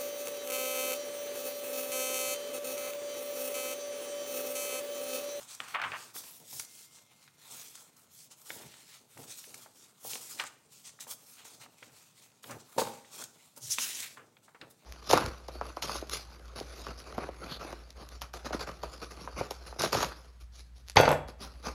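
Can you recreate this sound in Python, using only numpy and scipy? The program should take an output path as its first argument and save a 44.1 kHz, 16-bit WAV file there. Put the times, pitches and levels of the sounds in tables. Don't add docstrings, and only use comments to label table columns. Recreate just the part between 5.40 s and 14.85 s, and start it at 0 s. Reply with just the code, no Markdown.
import sys
import numpy as np
from scipy import signal
from scipy.fft import rfft, irfft
from scipy.io import wavfile
from scipy.ndimage import uniform_filter1d, map_coordinates

SR = 44100
rng = np.random.default_rng(int(sys.argv[2]) if len(sys.argv) > 2 else 0)


def wav_record(signal):
    frames = np.transpose(np.atleast_2d(signal))
    bounded = np.clip(frames, -1, 1)
    quanta = np.round(bounded * 32767).astype(np.int16)
    wavfile.write(sys.argv[1], SR, quanta)


N = 416744
T = np.arange(N) / SR

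# t/s, rise/s, fall/s, level/dB of the hiss,
# airy top over hiss/dB, rasp over hiss/dB, taut over slack rasp/dB
STROKES = [(0.0, 0.0017, 0.085, -54, -3, 0, -4.5), (.06, 0.045, 0.12, -50.5, -6, -5, 2.5),
           (0.189, 0.029, 0.1, -52, -9, 0.5, 2), (.27, 0.018, 0.089, -55.5, -12, 8, -2),
           (.39, 0.13, .12, -57, -14, 3, 4), (.53, 0.087, 0.12, -53.5, -2.5, -2, 1),
           (.725, 0.045, 0.082, -47, 2, -10.5, -1), (.76, .13, .2, -56.5, 4.5, -5, 4.5),
           (1.009, .16, .11, -47, 1.5, -13, 6), (1.24, 0.13, .15, -55, 0, -14, 12),
           (1.485, .045, 0.12, -58, -4, -10, 3), (1.68, 0.029, .05, -74, -9, 10.5, -4),
           (1.74, 0.073, 0.075, -64.5, -2, 0, 3), (1.92, 0.19, 0.13, -58, -2, -1.5, 4),
           (2.06, 0.087, 0.13, -52, 2, -6, -1), (2.15, 0.072, 0.18, -52, 0.5, -8, 6),
           (2.335, 0.014, 0.14, -56, -1, -5, -3), (2.555, 0.018, .13, -65, 2, -2.5, -3),
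           (2.68, 0.14, .065, -54, 1.5, -15, 9), (2.899, 0.019, 0.033, -52.5, -10, -5.5, -1),
           (2.94, 0.094, 0.11, -65, 7, -5, -7), (3.03, 0.093, 0.1, -49.5, 1, -10, -2),
           (3.16, 0.042, 0.11, -55.5, 1, -1, 3), (3.22, 0.077, .2, -57, -5, -2, 8),
           (3.34, 0.19, 0.1, -56.5, -2, -3, 8), (3.66, 0.17, 0.065, -57.5, 1.5, -5.5, 3),
           (3.855, 0.053, 0.08, -49, -3, -8.5, 7), (3.91, 0.087, 0.17, -53, 0.5, -10, 10),
           (4.08, 0.095, .15, -56.5, 0.5, -4.5, -3), (4.26, 0.15, 0.13, -62, -1, -9, 1),
           (4.56, 0.094, 0.035, -58.5, 3, -6, -5), (4.624, 0.045, 0.12, -45.5, 4.5, -14, 2),
           (4.67, 0.073, 0.069, -43.5, 0, -9.5, 0), (4.76, .08, 0.25, -48.5, 0, -11.5, 1),
           (4.966, 0.041, 0.038, -46.5, -17, 3.5, 11), (5.03, 0.034, 0.025, -47.5, -20, -4, 12),
           (5.285, 0.068, 0.12, -58, -1, -11, 11), (5.43, 0.035, 0.077, -50.5, -9, -10, 3),
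           (5.594, 0.017, 0.054, -48, -2.5, -7.5, 2), (5.665, 0.048, .045, -44.5, 2, -8.5, -3),
           (5.72, 0.21, .1, -59.5, 2.5, -8, -2), (5.95, 0.062, 0.032, -60, -10, 4, 1.5),
           (6.04, 0.014, 0.18, -55, -2, -7, 3), (6.19, 0.034, 0.054, -56, -7, 2.5, 2.5),
           (6.33, .13, 0.044, -63, -5, -1, 7), (6.51, 0.041, 0.21, -61.5, -1, -4, 2),
           (6.72, 0.099, 0.077, -61.5, -1, -5, 1), (7.02, .02, 0.17, -57, 4, -4, 4),
           (7.18, 0.022, .04, -58.5, -12, -4, -5), (7.2, 0.22, 0.14, -60.5, 3, 1.5, -1),
           (7.375, 0.0085, 0.069, -37, -2, -1.5, 6), (7.4, .035, 0.19, -51.5, -3, 0, 2),
           (7.52, 0.14, .13, -66.5, -14, 1, 1), (7.705, 0.051, 0.023, -47.5, -2, -6, 1),
           (7.765, 0.03, 0.075, -45, -5, -6, -2.5), (7.89, 0.11, 0.13, -68, -2, -1.5, 12),
           (8.158, .015, 0.03, -60, 9, 2, -4), (8.195, 0.079, 0.085, -44, -2, -18, 7),
           (8.285, 0.042, 0.05, -37.5, -4, -12, 26), (8.359, 0.045, 0.15, -40, 3, -2, 30),
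           (8.43, 0.087, 0.23, -42, -1.5, -6, 12), (8.61, 0.026, 0.079, -52, -9, 6, 12),
           (9.02, .035, 0.018, -64.5, -1.5, -6, 1), (9.295, 0.013, 0.031, -64, 5.5, -5, 3),
           (9.38, 0.044, .08, -73, -5, 4.5, 2)]
# f/Hz, level/dB
HISS_TONE = [(2000, -34.5), (3300, -5.5), (4100, -5.5), (6000, -1.5), (7500, -1), (9200, -3),
             (10500, -18.5), (13000, -30)]
AIR_TONE = [(7500, -31), (9000, -7.5), (10000, -5.5), (12500, -5), (15000, -11.5), (16000, -4)]
SLACK_TONE = [(300, -22), (700, -7), (1000, -3), (1400, -2.5), (2000, -26.5), (4000, -19)]
TAUT_TONE = [(900, -22.5), (1450, -7), (1900, -2.5), (2400, 0.5), (3300, -3), (4300, -2.5), (6500, -23.5)]
# t/s, rise/s, fall/s, level/dB
FLAPS = [(0.0, 0.0038, 0.18, -65.5), (.195, 0.013, 0.035, -56), (.29, 0.21, .22, -56), (.7, 0.12, .3, -65),
         (.99, 0.039, 0.047, -57), (1.118, 0.026, 0.17, -62), (2.0, 0.13, 0.36, -67),
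         (3.06, 0.096, 0.27, -55.5), (3.755, 0.015, 0.18, -53), (4.06, 0.023, 0.41, -59.5),
         (4.62, 0.02, 0.41, -57.5), (4.9, 0.075, 0.33, -61.5), (5.56, 0.15, 0.2, -63),
         (6.0, 0.28, 0.14, -63), (6.415, 0.021, 0.18, -57.5), (7.025, 0.097, .1, -46.5),
         (7.36, 0.012, 0.23, -43.5), (7.71, 0.087, 0.14, -52.5), (8.15, 0.023, 0.16, -59),
         (8.36, 0.034, 0.95, -62.5), (8.75, 0.026, 0.14, -58), (9.202, 0.012, 0.095, -50),
         (9.36, 0.11, .2, -65.5)]
# f/Hz, level/dB
FLAP_TONE = [(35, -38), (55, -8), (80, -9.5), (130, 0.5), (200, -3.5), (250, 1.5), (330, -2), (450, 0.5),
             (700, -4), (950, -6), (1600, -47), (4000, -40)]
# f/Hz, level/dB
ROOM_TONE = [(25, -49), (50, -12), (90, 9), (140, 15), (260, 8), (500, -9), (1000, -9.5), (2500, -34),
             (6000, -28), (10000, -63), (16000, -24)]
# t/s of the peak, level/dB, length/s
DRAGS = [(.145, -55, 0.023), (1.199, -43, 0.015), (2.922, -60, 0.037), (8.245, -47.5, 0.056),
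         (8.322, -29, 0.036), (8.425, -34, 0.058), (8.552, -41, 0.026)]
# f/Hz, level/dB
DRAG_TONE = [(2000, -44), (4300, -9), (5200, 5), (5900, 6.5), (7000, 6.5), (8000, -13), (10000, 1),
             (15000, -19)]
# t/s, level/dB, t60/s
FLICKS = [(0.149, -35, 0.027), (0.2833, -51, 0.037), (0.4172, -44, 0.013), (1.1959, -26, 0.025),
          (1.2484, -40, 0.038), (2.354, -37.5, 0.035), (2.566, -52, 0.035), (2.9153, -52, 0.028),
          (3.016, -47, 0.038), (3.7764, -44.5, 0.032), (4.143, -34.5, 0.035), (5.0084, -39, 0.02),
          (5.038, -36, 0.015), (5.606, -34, 0.032), (6.0527, -42, 0.035), (7.0313, -45, 0.039),
          (7.1096, -36, 0.063), (7.383, -28, 0.026), (7.839, -31, 0.025), (8.163, -45, 0.025),
          (8.1763, -40.5, 0.026), (8.3004, -38, 0.031), (8.386, -29, 0.035), (8.6033, -28.5, 0.035),
          (8.623, -34, 0.02), (9.309, -51, 0.035)]
# t/s, rise/s, fall/s, level/dB
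BENDS = [(.2, 0.02, 0.34, -49), (0.337, 0.014, 0.06, -27), (.36, 0.089, 0.053, -30.5),
         (0.516, 0.026, 0.061, -34.5), (4.992, 0.0067, 0.044, -34.5), (5.031, 0.01, 0.033, -44),
         (7.07, 0.055, 0.042, -44.5), (8.76, 0.019, 0.069, -50), (9.205, 0.021, 0.042, -49.5)]
# f/Hz, level/dB
CRACKLE_TONE = [(30, -45), (100, -37), (400, -19.5), (650, -8), (850, -1), (1250, 3), (1900, -2),
                (2900, -6.5), (4000, -23.5), (7000, -50), (15000, -61)]
# t/s, level/dB, f/Hz, t60/s
BUCKLES = [(0.203, -26.5, 2080, 0.01), (0.3483, -29.5, 1760.0, 0.047), (0.358, -44, 1240, 0.02),
           (0.398, -33, 1660, 0.053), (0.4167, -27.5, 2330, 0.036), (0.424, -37, 1990, 0.026),
           (0.438, -31, 1980, 0.062), (0.449, -39, 1330, 0.021), (0.5187, -32.5, 1800, 0.03),
           (0.537, -37, 1460.0, 0.027), (0.764, -41, 2450.0, 0.018), (0.838, -48, 2150, 0.025),
           (1.1307, -49.5, 2400, 0.018), (1.1982, -40, 2280, 0.028), (1.5857, -55, 3740.0, 0.022),
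           (1.877, -52.5, 2540, 0.048), (2.353, -47, 3020, 0.017), (2.3758, -54, 2180, 0.047),
           (3.1037, -32.5, 2290, 0.018), (3.235, -48.5, 1580.0, 0.02), (3.3403, -49, 2100, 0.019),
           (3.775, -46, 1980, 0.022), (4.041, -47, 2920.0, 0.022), (4.1425, -45, 2270, 0.031),
           (4.2606, -46.5, 1080, 0.035), (4.734, -32.5, 4600, 0.013), (4.7557, -36, 3220.0, 0.018),
           (4.9986, -24, 2900, 0.025), (5.001, -34, 1300, 0.04), (5.038, -39, 1400, 0.03),
           (5.5896, -48, 1700, 0.024), (5.607, -52, 3440.0, 0.022), (5.67, -49, 1720, 0.011),
           (6.0516, -50.5, 2400, 0.053), (6.262, -46.5, 1310.0, 0.014), (6.4274, -43.5, 2073, 0.038),
           (6.4962, -58, 1480.0, 0.022), (6.9178, -62, 3700.0, 0.022), (7.041, -42.5, 2270.0, 0.025),
           (7.0975, -41, 1330, 0.02), (7.3249, -58, 1800.0, 0.024), (7.647, -52, 1930.0, 0.027),
           (7.823, -42.5, 1510, 0.025), (8.3846, -22, 2650, 0.02), (8.7722, -45.5, 1560.0, 0.031),
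           (8.9684, -53, 2320.0, 0.029), (9.0803, -54, 1210, 0.11), (9.1474, -50, 1420, 0.068),
           (9.2137, -39.5, 2470, 0.028)]
# t/s of the peak, level/dB, length/s
PUFFS = [(0.466, -56, 0.083), (1.147, -58, 0.056), (3.26, -49.5, 0.039), (3.79, -55, 0.08),
         (5.334, -64, .07), (6.214, -61, 0.073), (6.527, -61, 0.04), (7.12, -54, 0.12),
         (8.266, -54.5, 0.083)]
# t/s, level/dB, f/Hz where the treble starts to drop (soft is low)
LANDINGS = [(0.7575, -48.5, 500), (1.128, -49, 500), (3.102, -43.5, 900), (3.2449, -54, 300),
            (3.77, -50, 700), (4.6495, -38, 1200), (4.735, -47.5, 600), (4.755, -42, 900),
            (5.669, -46.5, 900), (6.051, -51, 700), (6.423, -52, 900), (7.098, -52, 900),
            (7.3795, -26, 400), (7.3821, -19.5, 1410), (7.392, -25, 1100), (7.4177, -23, 1400),
            (7.4701, -33.5, 2040), (7.822, -47, 1100), (7.961, -56, 400), (8.174, -49.5, 700),
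            (8.385, -43.5, 900), (9.147, -54, 600), (9.215, -53, 900)]
# f/Hz, level/dB
SLAP_TONE = [(25, -20.5), (50, -30), (100, -23), (160, -14.5), (245, -3.5), (370, -7.5), (550, 1),
             (680, -7.5), (880, 2.5), (1300, -11), (2200, -21.5), (6000, -30.5)]
# f/Hz, level/dB, t60/s
DESK_NOTES = [(74.4, -30, 0.33), (114.3, -15, 0.28), (163, -11, 0.13), (243, -8.5, 0.14), (260, -8, 0.27),
              (366, -6, 0.14), (465, 5, 0.13), (507, 3, 0.057), (600, -5, 0.089), (576, -6.5, .14),
              (760, 2, 0.17), (810, -4, 0.44), (844, -2, 0.2), (857, -10, 0.12), (974, -13, 0.27),
              (980, -12, 0.18), (1236, -4, 0.076), (1290, -15, .25), (1635, -5, 0.1)]
# f/Hz, level/dB
FLICK_TONE = [(800, -12), (3000, -13), (6000, -0.5), (9000, -3), (15000, -13.5)]
PUFF_TONE = [(25, -21), (45, -17.5), (70, -7), (130, 4), (200, -11.5), (500, -42), (2000, -57)]
ECHO_TONE = [(100, 4), (900, 3), (3000, -2), (7000, 0.5), (15000, -6.5)]


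def undb(db):
    return 10 ** (np.asarray(db) / 20)


def unit(x):
    return x / np.sqrt(np.mean(x ** 2))


def colour(x, tone, size=2048):
    hz, db = np.transpose(tone)
    grid = np.maximum(np.fft.rfftfreq(size, 1 / SR), 1)
    gain = undb(np.interp(np.log(grid), np.log(hz), db))
    cepstrum = irfft(np.log(gain))
    cepstrum[1:size // 2] *= 2
    cepstrum[size // 2 + 1:] = 0
    response = irfft(np.exp(rfft(cepstrum)))
    return signal.oaconvolve(x, response)[:len(x)]


def fade(t, t60):
    return np.exp(-np.log(1000) * t / max(t60, 1e-3))


def wander(rate):
    hold = max(int(SR / rate), 2)
    steps = np.repeat(rng.standard_normal(N // hold + 1), hold)[:N]
    return unit(uniform_filter1d(steps, hold))


def slips(tone, rate, spread_db):
    happens = rng.random(N) < rate / SR
    size = undb(spread_db * np.minimum(rng.exponential(size=N), 5))
    clicks = happens * size * rng.choice([-1, 1], N)
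    return unit(colour(clicks, tone))


def add(track, s, sound):
    start = max(int(s * SR), 0)
    track[start:start + len(sound)] += sound[:max(N - start, 0)]


def at_peak(sound, db):
    return sound * undb(db) / np.sqrt(uniform_filter1d(sound ** 2, size=88).max())


def gesture(start, rise, fall, db, shape):
    power = np.zeros(N)
    up = np.sin(np.linspace(0, np.pi / 2, max(int(rise * SR), 2))) ** 3
    down = 0.01 ** ((T[:int(4 * fall * SR)] / fall) ** shape)
    add(power, start, np.r_[up, down] * undb(db) ** 2)
    return power


def swells(table):
    out = np.zeros(N)
    for s, db, length in table:
        bump = signal.windows.gaussian(int(4 * length * SR), length * SR / 2 ** 1.5)
        add(out, s - 2 * length, undb(db) * bump)
    return out


def pushes(laid_down_s=8.5, laid_down_db=-4.5):
    idle_hiss, idle_air, idle_rasp = undb([-71, -72, -71.5]) ** 2
    held = undb(laid_down_db * (T > laid_down_s))
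    power = np.outer([idle_hiss, idle_air, idle_rasp / 2, idle_rasp / 2], held ** 2)
    for start, rise, fall, db, air_db, rasp_db, taut_db in STROKES:
        span = slice(int(start * SR), int((start + rise + 2 * fall) * SR))
        slack = undb(rasp_db) / np.hypot(1, undb(taut_db))
        shares = np.array([1, undb(air_db), slack, slack * undb(taut_db)]) ** 2
        power[:, span] += np.outer(shares, gesture(start, rise, fall, db, shape=2.4)[span])
    return np.sqrt(power)


def crinkles(rate=420, low_hz=1600, high_hz=11000, spread_db=2, cycles=7):
    when, pitch, chance = rng.random((int(rate * N / SR), 3)).T[:, :, None]
    hz = low_hz * (high_hz / low_hz) ** pitch
    size = undb(spread_db * np.minimum(-np.log(1 - chance), 4)) * np.sqrt(hz)
    age = np.arange(256)
    turns = hz * age / SR
    ticks = size * np.sin(2 * np.pi * turns) * fade(turns, cycles)
    places = (when * N).astype(int) + age
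    return unit(np.bincount(places.ravel(), ticks.ravel(), N)[:N])


def sliding(hiss_db=-1.14, air_db=-1, rasp_db=-1, crinkle_db=-16, drift_db=1.06):
    hiss_push, air_push, slack_push, taut_push = pushes()
    grip_db = 1.32 * wander(rate=55) + 1.2 * wander(rate=410)
    hiss = slips(HISS_TONE, rate=14000, spread_db=1) * undb(hiss_db + drift_db * wander(rate=40))
    air = slips(AIR_TONE, rate=22000, spread_db=2) * undb(air_db + drift_db * wander(rate=58))
    slack = slips(SLACK_TONE, rate=3000, spread_db=3)
    taut = slips(TAUT_TONE, rate=4900, spread_db=-1)
    rasp = (slack * slack_push + taut * taut_push) * undb(rasp_db)
    rustle = hiss + undb(crinkle_db) * crinkles()
    return (rustle * hiss_push + air * air_push + rasp) * undb(grip_db)


def shimmer(x, patchy_db=2, rate=16, width_hz=420):
    hz, s, frames = signal.stft(x, SR, nperseg=512)
    chance = rng.standard_normal((256, 512))
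    grid = np.meshgrid(hz / width_hz, s * rate, indexing="ij")
    hills = map_coordinates(chance, grid, order=3, mode="mirror")
    gain = unit(undb(patchy_db * hills))
    return signal.istft(frames * gain, SR)[1][:len(x)]


def flapping(gain_db=-3, flutter_db=2.5, idle_db=-72.5):
    swing = np.sqrt(undb(idle_db) ** 2 + sum(gesture(*flap, shape=1.3) for flap in FLAPS))
    flutter = slips(FLAP_TONE, rate=2500, spread_db=4)
    return flutter * swing * undb(gain_db + flutter_db * wander(rate=45))


def background(level_db=-74.5):
    return unit(colour(rng.standard_normal(N), ROOM_TONE)) * undb(level_db)


def dragging():
    return slips(DRAG_TONE, rate=9600, spread_db=3) * swells(DRAGS)


def flicking(gain_db=-6):
    out, t = np.zeros(N), T[:SR // 6]
    for s, db, t60 in FLICKS:
        scrape = rng.standard_normal(len(t)) * fade(t, t60)
        add(out, s, at_peak(colour(scrape, FLICK_TONE), db + gain_db))
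    return out


def bending(gain_db=-3, cluster_db=1.5):
    effort = np.sqrt(sum(gesture(*bend, shape=1.11) for bend in BENDS))
    crackle = slips(CRACKLE_TONE, rate=2600, spread_db=3)
    return crackle * effort * undb(gain_db + cluster_db * wander(rate=140))


def buckling(gain_db=-1, shiver_db=-23, shiver_t60=0.2, ring_db=-8):
    out, t = np.zeros(N), T[:SR // 6]
    octaves = np.array([-5, -3, -1.7, -.8, 0, .7, 1.3, 3])
    levels_db = [-45, -23, -11, -1, 0, -4, -19, -42]
    for s, db, hz, t60 in BUCKLES:
        decay = fade(t, t60) + undb(shiver_db) * fade(t, shiver_t60)
        ripples = rng.standard_normal(len(t)) * decay
        ripples[0] += 4
        burst = colour(ripples, np.c_[hz * 2 ** octaves, levels_db])
        ring = np.sin(2 * np.pi * hz * t) * fade(t, t60 / 2)
        pop = at_peak(burst, 0) + at_peak(ring, ring_db)
        add(out, s, at_peak(pop, db + gain_db))
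    return out


def puffing(gain_db=-5):
    bass = unit(colour(rng.standard_normal(N), PUFF_TONE))
    return bass * swells(PUFFS) * undb(gain_db)


def landing(gain_db=-1, slap_db=-11.5, ring_db=-31, slap_t60=0.024, patchy_db=1):
    out, t = np.zeros(N), T[:SR // 3]
    notes = np.array([undb(db) * np.sin(2 * np.pi * hz * t) * fade(t, t60) for hz, db, t60 in DESK_NOTES])
    for s, db, hz in LANDINGS:
        spot = undb(patchy_db * rng.standard_normal(len(notes))) * rng.choice([-1, 1], len(notes))
        slap = colour(rng.standard_normal(len(t)) * fade(t, slap_t60), SLAP_TONE)
        knock = at_peak(slap, slap_db) + undb(ring_db) * (spot @ notes)
        cushion = signal.butter(1, hz, fs=SR)
        add(out, s, at_peak(signal.lfilter(*cushion, knock), db + gain_db))
    return out


def ringing(start_s=1.198, hz=2116, level_db=-68, t60=4.1):
    t = np.maximum(T - start_s, 0)
    return undb(level_db) * np.sin(2 * np.pi * hz * t) * fade(t, t60)


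def room(x, echo_db=-11, t60=0.46, gap_s=0.0061):
    t = T[:SR // 2]
    bounces = rng.standard_normal(len(t)) * fade(t, t60) * (t > gap_s)
    echo = colour(bounces, ECHO_TONE) / np.sqrt(np.sum(fade(t, t60) ** 2))
    return x + undb(echo_db) * signal.oaconvolve(x, echo)[:N]


def scene():
    paper = shimmer(sliding()) + flapping() + dragging() + flicking()
    paper += bending() + buckling() + puffing() + landing()
    return (room(paper) + background() + ringing())[None]


def record(dry, bass_hz=66, top_hz=15850):
    bass_cut = signal.butter(4, bass_hz, "high", fs=SR, output="sos")
    top_cut = signal.ellip(10, .2, 70, top_hz, fs=SR, output="sos")
    return signal.sosfilt(top_cut, signal.sosfilt(bass_cut, dry))


dry = scene()
out = record(dry)
wav_record(out)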